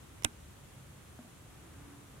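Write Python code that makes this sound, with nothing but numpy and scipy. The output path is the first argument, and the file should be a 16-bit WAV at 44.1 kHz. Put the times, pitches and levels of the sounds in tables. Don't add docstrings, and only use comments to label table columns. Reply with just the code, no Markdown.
import sys
import numpy as np
from scipy import signal
from scipy.fft import rfft, irfft
from scipy.io import wavfile

SR = 44100
rng = np.random.default_rng(int(sys.argv[2]) if len(sys.argv) > 2 else 0)


def wav_record(signal):
    frames = np.transpose(np.atleast_2d(signal))
    bounded = np.clip(frames, -1, 1)
    quanta = np.round(bounded * 32767).astype(np.int16)
    wavfile.write(sys.argv[1], SR, quanta)


N = 97020
TIME = np.arange(N) / SR

# freq_hz, relative_db
HISS_COLOUR = [(30, 6), (150, 11), (400, 7.5), (1000, 3.5), (2000, 0), (3400, -1), (4900, -7), (6800, -2.5),
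               (9500, -3), (12000, -6.5), (14000, -11.5), (16000, -15)]
RUMBLE_COLOUR = [(20, -16), (32, -15), (45, -4.5), (80, 2), (130, -1.5), (175, -6.5), (300, -19.5),
                 (450, -19), (900, -33), (2500, -32)]
AIR_COLOUR = [(100, -21), (200, 0.5), (330, 6), (520, -12), (1200, -3.5), (2200, -14.5), (4000, -35),
              (9000, -28)]
# time_s, level_db
RUMBLE_RIDE = [(0, -55), (.5, -55.5), (.98, -56), (1.12, -55), (1.22, -58.5), (1.55, -55), (1.8, -55),
               (2.06, -58.5), (2.15, -52.5)]
AIR_RIDE = [(0, -63), (.5, -65.5), (.9, -64.5), (1.25, -63.5), (1.45, -65.5), (1.65, -61), (1.9, -58.5),
            (2.05, -63), (2.2, -62.5)]
# peak_s, pitch_hz, level_db, swell_s
FAR_HUMS = [(.87, 140, -58, .08), (1.91, 285, -58, .075), (2.1, 129, -64, .1)]
# start_s, gain_db
BUMP_HITS = [(1.1894, 1), (1.247, -8)]
# pitch_hz, level_db, t60_s
BUMP_RING = [(241, -42.5, 0.11), (625, -52.5, 0.099), (697, -49, 0.04), (1280, -51, 0.02)]
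# start_s, level_db, decay_s, tilt_db_per_octave, ring_hz
SCUFF_HITS = [(0.223, -37.5, 0.0017, 0.5, 2190), (0.2350, -34.5, 0.0018, 1.5, 5500),
              (0.2443, -25, 0.0019, 7, 12500), (0.2462, -22, 0.00094, 4.5, 8500)]
# freq_hz, left_relative_db, right_relative_db
SCUFF_EQ = [(202, -4, 7), (1000, 9, 10.5), (1650, 1, -17), (2150, 17, 5.5), (2680, -1, 4), (3600, 4, 0),
            (4600, -15, -13), (5540, -4, -1.5), (7100, -15, -6.5), (8400, -4, -7), (10000, -6, -0.5),
            (12500, -10, -18.5), (16000, -27, -21)]
# pitch_hz, left_db, right_db, t60_s
HOUSING_MODES = [(96, -52, -19, 0.035), (236.5, -44.5, -41.5, 0.2), (297, -38, -35, 0.092),
                 (637, -51, -16, 0.0048), (771, -52, -42.5, 0.077), (920, -41, -28.5, 0.024),
                 (1478, -31.5, -23, 0.019), (1510, -39, -41, 0.12), (2147, -22, -57, 0.016),
                 (2500, -44, -26.5, 0.031), (2750, -22, -13.5, 0.0063), (3270, -19.5, -9, 0.0043),
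                 (3740, -28.5, -15, 0.0085), (5590, -30, -10, 0.0032), (6900, -22.5, -4, 0.0015),
                 (8560, -33, -7, 0.0036), (9980, -44, -19.5, 0.006), (7930, -54, -30, 0.026),
                 (14100, -48, -42, .022), (2415, -57, -46, 0.067), (2800, -40, -44, 0.04)]
# freq_hz, relative_db
TAIL_COLOUR = [(150, -23), (300, -32), (600, 10.5), (1400, -2), (2600, 6), (3500, -18), (5000, -17),
               (7000, -15), (9000, -6), (16000, -26)]


def from_db(db):
    return 10 ** (np.asarray(db) / 20)


def noise(colour, likeness=0):
    hz, db = np.transpose(colour)
    bins = np.maximum(np.fft.rfftfreq(N, 1 / SR), 1)
    roll_off = np.minimum(1, bins / hz[0]) * np.minimum(1, hz[-1] / bins) ** 2
    gain = from_db(np.interp(np.log(bins), np.log(hz), db)) * roll_off
    mid, side = irfft(rfft(rng.standard_normal((2, N))) * gain, N)
    stereo = np.sqrt(1 + likeness) * mid + np.sqrt(1 - likeness) * side * [[1], [-1]]
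    return stereo / stereo.std()


def burst(start_s, attack_s, decay_s):
    age = np.maximum(TIME - start_s, 0)
    return (1 - np.exp(-age / attack_s)) * np.exp(-age / decay_s)


def ride(points):
    return from_db(np.interp(TIME, *np.transpose(points)))


def microphone_hiss(level_db=-58.5):
    return from_db(level_db) * noise(HISS_COLOUR)


def far_rumble():
    return ride(RUMBLE_RIDE) * noise(RUMBLE_COLOUR, likeness=0.98)


def moving_air():
    return ride(AIR_RIDE) * noise(AIR_COLOUR, likeness=0.52)


def far_hums():
    hums = 0
    for peak_s, hz, db, swell_s in FAR_HUMS:
        swell = from_db(db) / np.cosh((TIME - peak_s) / swell_s)
        hums += swell * np.sqrt(2) * np.sin(2 * np.pi * (hz * TIME + rng.random()))
    return hums


def bump(attack_s=0.00086):
    knocks = 0
    for start_s, gain_db in BUMP_HITS:
        for hz, db, t60 in BUMP_RING:
            envelope = from_db(gain_db + db) * burst(start_s, attack_s, t60 / np.log(1000))
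            knocks += envelope * np.sin(2 * np.pi * hz * (TIME - start_s))
    return knocks


def scuff_texture(tilt, ring_hz, ring_db=10, width_octaves=0.12):
    eq_hz, *sides_db = np.transpose(SCUFF_EQ)
    hz = np.geomspace(eq_hz[0], eq_hz[-1], num=200)
    resonance_db = ring_db * np.exp(-(np.log2(hz / ring_hz) / width_octaves) ** 2)
    contact_db = tilt * np.log2(hz) + resonance_db
    curves_db = [np.interp(np.log(hz), np.log(eq_hz), db) + contact_db for db in sides_db]
    return np.array([noise(np.c_[hz, db])[0] for db in curves_db])


def scuffs(attack_s=0.00008, left_db=-10):
    scrapes = sum(from_db(db) * burst(start_s, attack_s, decay_s) * scuff_texture(tilt, ring_hz)
                  for start_s, db, decay_s, tilt, ring_hz in SCUFF_HITS)
    return scrapes * from_db([[left_db], [0]])


def snap(start_s=0.2475, left_delay_s=0.000284, tail_db=-38):
    age = np.maximum(TIME - start_s - np.array([[left_delay_s], [0]]), 0)
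    ring = 0
    for k, (hz, left_db, right_db, t60) in enumerate(HOUSING_MODES):
        polarity = (-1) ** (k + 1)
        decay = np.exp(-np.log(1000) * np.minimum(age / t60, 10))
        ring += polarity * from_db([[left_db], [right_db]]) * decay * np.sin(2 * np.pi * hz * age)
    tail = burst(start_s, attack_s=0.00071, decay_s=0.011) * noise(TAIL_COLOUR)
    return ring + from_db(tail_db) * tail


def scene():
    bed = moving_air() + far_rumble() + microphone_hiss() + far_hums()
    return bed + scuffs() + snap() + bump()


def record(dry, low_cut_hz=27, high_cut_hz=15800):
    low_cut = signal.butter(2, low_cut_hz, "high", fs=SR, output="sos")
    high_cut = signal.ellip(10, 0.1, 70, high_cut_hz, fs=SR, output="sos")
    return signal.sosfilt(high_cut, signal.sosfilt(low_cut, dry))


dry = scene()
out = record(dry)
wav_record(out)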